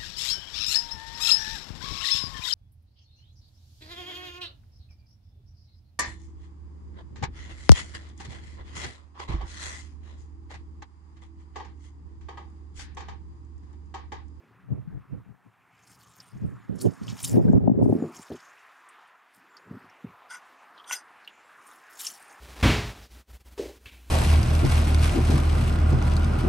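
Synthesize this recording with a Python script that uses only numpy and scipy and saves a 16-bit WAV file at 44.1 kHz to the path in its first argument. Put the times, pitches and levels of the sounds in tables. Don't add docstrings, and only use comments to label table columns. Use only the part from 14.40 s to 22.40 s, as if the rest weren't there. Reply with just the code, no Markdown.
import sys
import numpy as np
from scipy import signal
from scipy.io import wavfile
from scipy.ndimage import uniform_filter1d

SR = 44100
rng = np.random.default_rng(int(sys.argv[2]) if len(sys.argv) > 2 else 0)


def store_pcm(level_fs):
    pcm = np.round(np.clip(level_fs, -1, 1) * 32767).astype(np.int16)
    wavfile.write(sys.argv[1], SR, np.atleast_2d(pcm).T)


N = 352800

# time in seconds, level in dB, left minus right in dB,
# tilt in dB per octave.
BREEZE = [(0, -58, 0.5, 5), (.24, -57, 3, -20), (.6, -68, 6, -20), (.96, -72, 6, -6), (1.35, -66, 1.5, -12),
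          (1.61, -57, 1.5, -11), (1.89, -64, 1.5, -12), (2.6, -72, -8, -15), (2.81, -62, -8, -20),
          (2.85, -39, -3, -16), (3.02, -21, -3, -9), (3.09, -14, -1.5, -10), (3.3, -12, -3, -7),
          (3.48, -18, -2.5, -3), (3.64, -28, .6, 4), (3.74, -50, .6, 5), (3.8, -90, 0, 3)]
# peak time in seconds, level in dB, rise in seconds per 20 dB,
# fall in seconds per 20 dB, left minus right in dB, tilt in dB per octave.
GUSTS = [(.322, -34, .035, .09, -3, -20), (.54, -45, .08, .08, 7, -26), (.736, -37, .04, .07, -10.5, -20),
         (.9, -51, .05, .06, 6, -20), (1.07, -58, .04, .06, 7, -12), (1.96, -46, .05, .06, 9, -22),
         (2.05, -33, .06, .12, -3, -17.5), (2.3, -37, .02, .15, -15, -11), (2.46, -22, .06, .066, -8, -2.5),
         (2.62, -35, .015, .09, -5, -13), (2.73, -38, .1, .04, -6, -14), (2.986, -11, .045, .04, 3, 1.5),
         (3.8, -40, .04, .03, .6, -2.5), (3.91, -27, .012, .045, .6, 4), (4.98, -61, .03, .05, .6, -9),
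         (5.277, -46, .04, .04, .6, -3), (5.317, -32, .025, .07, .6, -6), (5.45, -52, .06, .1, .6, -1.5),
         (5.65, -31, .012, .05, .6, -8)]
# start in seconds, pop level in dB,
# left minus right in dB, edge level in dB.
EDDY_POPS = [(0.472, -32, 19, -64), (2.017, -31, 20, -61), (2.335, -33.5, -18, -58), (2.445, -24, -9, -31),
             (2.968, -14, 14, -17), (3.048, -7, 6, -40), (3.095, -2.5, 1.5, -30), (3.132, -7, 14, -11),
             (3.174, .6, -3, -12), (3.276, .6, 10, 1.5), (3.295, .6, 10, -5), (3.313, .6, 5, -9),
             (3.372, -5, 0, -30), (3.425, -11, 16, -12), (3.458, -12, 22, -18), (3.474, -8, 0, -35),
             (3.524, -3, 5, -9), (3.548, -7, -3, -26), (3.56, -9, 0, -30), (3.583, -14, 0, -35),
             (3.622, -4, 3, -16), (5.366, -27, .6, -56)]
# frequency in Hz, density in dB per Hz.
EDDY_SPECTRUM = [(25, -38), (60, -25), (110, 6), (200, 11), (350, 5), (550, -27), (800, -68), (1300, -71)]
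# time in seconds, gain of the side signal in dB.
WIND_WIDTH = [(0, -18), (.2, -12), (.28, 1.5), (1.1, -1.5), (1.35, -16), (1.85, -14), (1.93, 1.5),
              (3.47, .6), (3.62, -20), (3.9, -40), (8, -38)]
# time in seconds, level in dB.
WASH_LEVEL = [(0, -64), (1.2, -65), (1.56, -60.5), (2.38, -59.5), (2.8, -53), (3.3, -55), (3.9, -54),
              (4.3, -55), (4.86, -58.5), (5.3, -56), (6.3, -55.5), (7.22, -55.5), (8, -52.5)]
# frequency in Hz, density in dB per Hz.
WASH_SPECTRUM = [(60, -26), (201, -16), (380, -8), (627, -10.5), (810, -1), (953, 1), (1260, 4),
                 (2100, -5.5), (3000, -16), (4320, -22.5), (13200, -33), (15500, -40)]
# time in seconds, gain in dB.
WASH_BODY = [(4.8, -2), (5.4, 3)]
# peak time in seconds, level in dB, rise in seconds per 20 dB,
# fall in seconds per 20 dB, top end against the rest in dB.
STROKES = [(1.5, -63.5, .15, .6, -1.5), (1.78, -72, .3, .25, 2.5), (2.36, -65, .015, .3, -7),
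           (2.416, -50, .02, .05, 5), (2.46, -60, .08, .14, -7), (2.69, -52, .07, .15, -15),
           (2.8, -51, .2, .1, -3), (2.846, -39, .025, .13, 3), (3.15, -67, .1, .12, -1.5),
           (3.44, -68, .035, .6, 3), (3.76, -52, .035, .17, -5), (3.9, -63, .2, .45, -9),
           (4.95, -64, .02, .05, 4), (7.3, -62, .12, .17, 1), (7.598, -49, .02, .2, 3),
           (7.67, -44, .14, .1, 1), (7.91, -67, .07, .1, 3)]
# frequency in Hz, width in Hz, level in dB.
CLOTH_MODES = [(3056, 1430, -3), (4970, 1350, 1), (6500, 2000, 3), (8820, 2800, 11), (11680, 2400, 2.5),
               (14200, 3900, 3.5)]
# start in seconds, level in dB, pitch in Hz.
TICKS = [(1.8025, -36, 5000), (2.3595, -50, 10100), (2.4009, -40.5, 4330), (2.4157, -37.5, 4570),
         (2.416, -38, 13500), (2.432, -44, 13000), (2.632, -46, 5600), (2.6808, -30, 3090),
         (2.701, -38, 5600), (2.829, -21, 9000), (2.843, -23, 6500), (2.89, -42, 12000), (3.082, -41, 1550),
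         (3.1268, -46, 6830), (4.132, -48, 1900), (4.489, -43, 8700), (4.675, -58, 9400),
         (5.1684, -39, 4780), (5.4979, -52, 5430), (6.3772, -46, 3980), (6.4423, -42, 3350),
         (6.537, -28, 2050), (6.847, -43.5, 4300), (6.8758, -30, 2880), (6.894, -42, 2900),
         (7.667, -18, 5500), (7.668, -34, 2800), (7.6685, -26, 9000), (7.676, -29, 6000),
         (7.684, -27, 6200), (7.701, -34, 6000)]
# start in seconds, length in seconds, first pitch in Hz,
# last pitch in Hz, level in dB.
SQUEAKS = [(2.08, .21, 7550, 6650, -83), (3.6, .09, 7100, 7000, -68), (4.56, .15, 2950, 2900, -76),
           (5.1, .11, 7400, 6650, -79), (5.2, .2, 7000, 8300, -82), (6.385, .03, 3200, 3150, -62),
           (6.478, .02, 3300, 3250, -52), (6.9, .18, 6800, 7600, -79)]
# start in seconds, length in seconds, level in dB,
# low modes against the rest in dB.
GRIPS = [(5.908, .05, -47, 6), (6.478, .02, -50, -8), (6.497, .025, -50, 12), (6.527, .011, -33, -9),
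         (6.55, .022, -46, -2)]
# frequency in Hz, width in Hz, level in dB.
BOTTLE_MODES = [(960, 200, -9), (1450, 55, 8.5), (2000, 250, -9), (2800, 200, 5), (3300, 180, 6),
                (4950, 250, 14), (6000, 400, 12), (6980, 300, 5), (8800, 500, 9), (9900, 300, 2),
                (11500, 500, 3)]
# start in seconds, peak in dB.
DENTS = [(6.5105, -19), (6.5165, -26)]

GUST_POP_LEAD_S, GUST_POP_DB, GUST_EDGE_DB = .009, 11, -48
POP_BASE_HZ, POP_OCTAVES_PER_TILT_DB = 295, .042
GRIP_RISE_S_PER_20DB, GRIP_FALL_S_PER_20DB = .014, .035
LIMIT_DB, RELEASE_DB_PER_S, ATTACK_S = -6.5, 80, .014
TOP_STOP_HZ = 16600


def amp(db):
    return 10 ** (np.asarray(db) / 20)


def unit(x):
    return x / np.sqrt(np.mean(x ** 2) + 1e-20)


def sides(pan_db):
    return amp(np.array([pan_db / 2, -pan_db / 2]))


def along(tables):
    t = np.arange(N) / SR
    s, *columns = np.transpose(np.concatenate(tables))
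    columns = [np.interp(t, s, column) for column in columns]
    inside = sum((t >= rows[0][0]) & (t <= rows[-1][0]) for rows in tables)
    gate = uniform_filter1d(1. * inside, size=400)
    return [gate * amp(columns[0])] + columns[1:]


def drift(rate_hz):
    r = np.exp(-2 * np.pi * rate_hz * 16 / SR)
    noise = rng.standard_normal((N + SR) // 16 + 2)
    slow = signal.lfilter([1], [1, -2 * r, r * r], noise)[SR // 16:]
    return np.interp(np.arange(N) / 16, np.arange(len(slow)), unit(slow))


def swells(s, db, rise_s, fall_s, hold_s=0):
    t = np.arange(N, dtype=np.float32) / SR - np.asarray(s, np.float32)[:, None]
    away = np.maximum(-t / np.c_[rise_s], (t - np.c_[hold_s]) / np.c_[fall_s])
    return amp(np.c_[db] - 20 * np.clip(away, 0, 6))


def blend(gains, values):
    weighted = sum(g ** 2 * v for g, v in zip(gains, values))
    return weighted / (np.sum(np.square(gains), axis=0) + 1e-30)


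def colour(source, spectrum):
    hz, db = np.transpose(spectrum)
    octaves = np.log2(min(hz[-1], SR * .45) / hz[0])
    edges_hz = hz[0] * 2 ** np.arange(0, octaves, .5)
    for low_hz, high_hz in zip(edges_hz, edges_hz[1:]):
        centre_hz = np.sqrt(low_hz * high_hz)
        sos = signal.butter(2, [low_hz, high_hz], "band", fs=SR, output="sos")
        band = signal.sosfilt(sos, source())
        yield amp(np.interp(np.log(centre_hz), np.log(hz), db)) * band, centre_hz


def resonate(x, hz, width_hz):
    r = np.exp(-np.pi * width_hz / SR)
    zeros = np.array([1, 0, -1]) * (1 - r * r) / 2
    return signal.lfilter(zeros, [1, -2 * r * np.cos(2 * np.pi * hz / SR), r * r], x + 1e-18)


def grains(per_s, spread_db):
    sizes = amp(spread_db * np.minimum(rng.exponential(1, N), 5)) * rng.choice([-1, 1], N)
    return unit(sizes * (rng.random(N) < per_s / SR))


def wind_controls():
    level, pan_db, tilt_db = along([BREEZE])
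    s, db, rise_s, fall_s, gust_pan_db, gust_tilt_db = np.transpose(GUSTS)
    gusts = uniform_filter1d(swells(s, db, rise_s, fall_s), size=500)
    gains = [level, *gusts]
    return sum(gains), blend(gains, [pan_db, *gust_pan_db]), blend(gains, [tilt_db, *gust_tilt_db])


def pops(tilt_db, cycles=0.9, edge_hz=650, floor_hz=90):
    out, t = np.zeros((2, N + 2000)), np.arange(2000) / SR
    edge = np.exp(-t * edge_hz / 0.79) * np.sin(2 * np.pi * edge_hz * t)
    rows = []
    for s, gust_db, _, _, pan_db, _ in GUSTS:
        pop_db = gust_db + GUST_POP_DB
        rows.append((s - GUST_POP_LEAD_S, pop_db, pan_db, pop_db + GUST_EDGE_DB))
    rows += [tuple(row) for row in EDDY_POPS]
    for (s, db, pan_db, edge_db), sign in zip(rows, rng.choice([-1, 1], len(rows))):
        start = round(s * SR)
        hz = POP_BASE_HZ * 2 ** (POP_OCTAVES_PER_TILT_DB * tilt_db[start])
        age = t * hz / cycles
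        lump = age ** 2 * np.exp(2 - 2 * age) * np.sin(2 * np.pi * hz * t)
        facing = sign * sides(pan_db)
        out[:, start:start + 2000] += facing[:, None] * (amp(db) * lump + amp(edge_db) * edge)
    out[1] = np.roll(out[1], 60)
    return signal.sosfilt(signal.butter(2, floor_hz, "high", fs=SR, output="sos"), out[:, :N])


def wind(lumpy_db=5.0, top_hz=900):
    level, pan_db, tilt_db = wind_controls()
    lumps = amp(lumpy_db * np.array([drift(37), drift(32)]))
    turbulence = lumps * rng.standard_normal((2, N))
    bands = list(colour(lambda: turbulence, EDDY_SPECTRUM))
    rms = np.sqrt(np.mean(sum(band for band, hz in bands) ** 2))
    tilted = sum(band * amp(tilt_db * np.log2(hz / 200)) for band, hz in bands) / rms
    ports = level * sides(pan_db) * tilted + pops(tilt_db)
    ports = ports - .22 * ports[::-1]
    mid = (ports[0] + ports[1]) / 2
    side = (ports[0] - ports[1]) / 2 * along([WIND_WIDTH])[0]
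    stereo = np.array([mid + side, mid - side])
    return signal.sosfilt(signal.butter(6, top_hz, fs=SR, output="sos"), stereo)


def wash(patchy_db=1.9, brightening=.2):
    level = along([WASH_LEVEL])[0]
    body_gain = amp(np.interp(np.arange(N) / SR, *np.transpose(WASH_BODY)))
    total = np.zeros(N)
    for band, hz in colour(lambda: rng.standard_normal(N), WASH_SPECTRUM):
        if hz < 700:
            gain = body_gain
        else:
            gain = unit(level) ** (brightening * np.log2(max(hz / 1200, 1)))
        total += band * gain * amp(patchy_db * (drift(11) + drift(2.5)))
    return level * unit(total)


def hiss():
    sos = signal.butter(2, 3000, "high", fs=SR, output="sos")
    common, opposed = signal.sosfilt(sos, rng.standard_normal((2, N)))
    return amp(-83) * common + amp(-100) * opposed * [[1], [-1]]


def jacket(crease_width_hz=350, crease_db=5.0):
    s, db, rise_s, fall_s, tops_db = np.transpose(STROKES)
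    gains = swells(s, db, rise_s, fall_s)
    level, top_db = gains.sum(axis=0), blend(gains, tops_db)
    low, high = np.zeros(N), np.zeros(N)
    clumps = amp(2.2 * drift(45))
    for hz, width_hz, mode_db in CLOTH_MODES:
        slips = grains(3500, 4.2) * amp(2.5 * drift(25))
        broad = resonate(slips, hz, width_hz)
        creases = np.zeros(N)
        for offset in (-.45, 0, .4):
            narrow = resonate(broad, hz + width_hz * offset, crease_width_hz)
            creases += amp(crease_db * drift(15)) * narrow
        part = low if hz < 8000 else high
        part += amp(mode_db) * (creases + .5 * resonate(broad, hz, width_hz))
    return level * clumps * (unit(low) + amp(top_db) * unit(high))


def ticks(cycles=7.0, tail_db=-11, tail_s=0.008, crack_db=-12):
    out, t = np.zeros(N + 4000), np.arange(4000) / SR
    fizz = rng.standard_normal((len(TICKS), 4000))
    for (s, db, hz), noise in zip(TICKS, fizz):
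        crack = amp(crack_db) * np.exp(-t / 0.0005) * resonate(noise, 11000, 10000)
        ring = np.exp(-t * hz / cycles) * np.sin(2 * np.pi * hz * t)
        narrow = unit(resonate(resonate(noise, hz, hz * 0.4), hz, hz * 0.2))
        tail = amp(tail_db) * np.exp(-t / tail_s) * narrow
        onset = 1 - np.exp(-t * hz / 1.14)
        out[round(s * SR):][:4000] += amp(db) * (crack + onset * (ring + tail))
    return out[:N]


def squeaks(drift_hz=220, fade_s_per_20db=.02):
    t, out = np.arange(N) / SR, np.zeros(N)
    s, length_s, first_hz, last_hz, db = np.transpose(SQUEAKS)
    levels = swells(s, db, [fade_s_per_20db], [fade_s_per_20db], length_s)
    for k, level in enumerate(levels):
        hz = np.interp(t, [s[k], s[k] + length_s[k]], [first_hz[k], last_hz[k]])
        phase = 2 * np.pi * np.cumsum(hz) / SR
        out += level * (drift(drift_hz) * np.cos(phase) + drift(drift_hz) * np.sin(phase))
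    return out * amp(4.5 * drift(27.3))


def wall(x, modes):
    return sum((-1) ** k * amp(db) * resonate(resonate(x, hz, width_hz), hz, 3 * width_hz)
               for k, (hz, width_hz, db) in enumerate(modes))


def bottle():
    s, length_s, db, lows_db = np.transpose(GRIPS)
    gains = swells(s, db, [GRIP_RISE_S_PER_20DB], [GRIP_FALL_S_PER_20DB], length_s)
    level, low_db = gains.sum(axis=0), blend(gains, lows_db)
    slips = grains(9000, 1.5) * amp(0.97 * drift(60))
    low_modes = [mode for mode in BOTTLE_MODES if mode[0] < 2600]
    high_modes = [mode for mode in BOTTLE_MODES if mode[0] >= 2600]
    high = sum(amp(4.0 * drift(14)) * wall(slips, [mode]) for mode in high_modes)
    out = level * (unit(high) + amp(low_db) * unit(wall(slips, low_modes)))
    out += level ** 2 / level.max() * amp(-3) * unit(resonate(slips, 2600, 3500))
    impulse = np.eye(1, 3000)[0]
    knock = wall(impulse, [(hz, 1.4 * width_hz, 0) for hz, width_hz, _ in BOTTLE_MODES[:4]])
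    for s, peak_db in DENTS:
        out[round(s * SR):][:3000] += amp(peak_db) * knock / np.abs(knock).max()
    return out


def limiter(x):
    over_db = np.maximum(20 * np.log10(np.abs(x).max(axis=0) + 1e-9) - LIMIT_DB, 0)
    release_db = RELEASE_DB_PER_S * np.arange(N) / SR
    held_db = np.maximum.accumulate(over_db + release_db) - release_db
    return x * amp(-uniform_filter1d(held_db, size=max(round(ATTACK_S * SR), 1)))


def scene():
    near = jacket() + ticks() + squeaks() + bottle()
    echo = amp(-14) * np.roll(near, 23) * [[1], [-1]]
    return wind() + wash() + hiss() + near * sides(.8)[:, None] + echo


def record(dry):
    rumble_cut = signal.butter(3, 55, "high", fs=SR, output="sos")
    limited = limiter(signal.sosfilt(rumble_cut, dry))
    top_cut = signal.cheby2(14, 70, TOP_STOP_HZ, fs=SR, output="sos")
    return signal.sosfilt(top_cut, limited)


dry = scene()
out = record(dry)
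store_pcm(out)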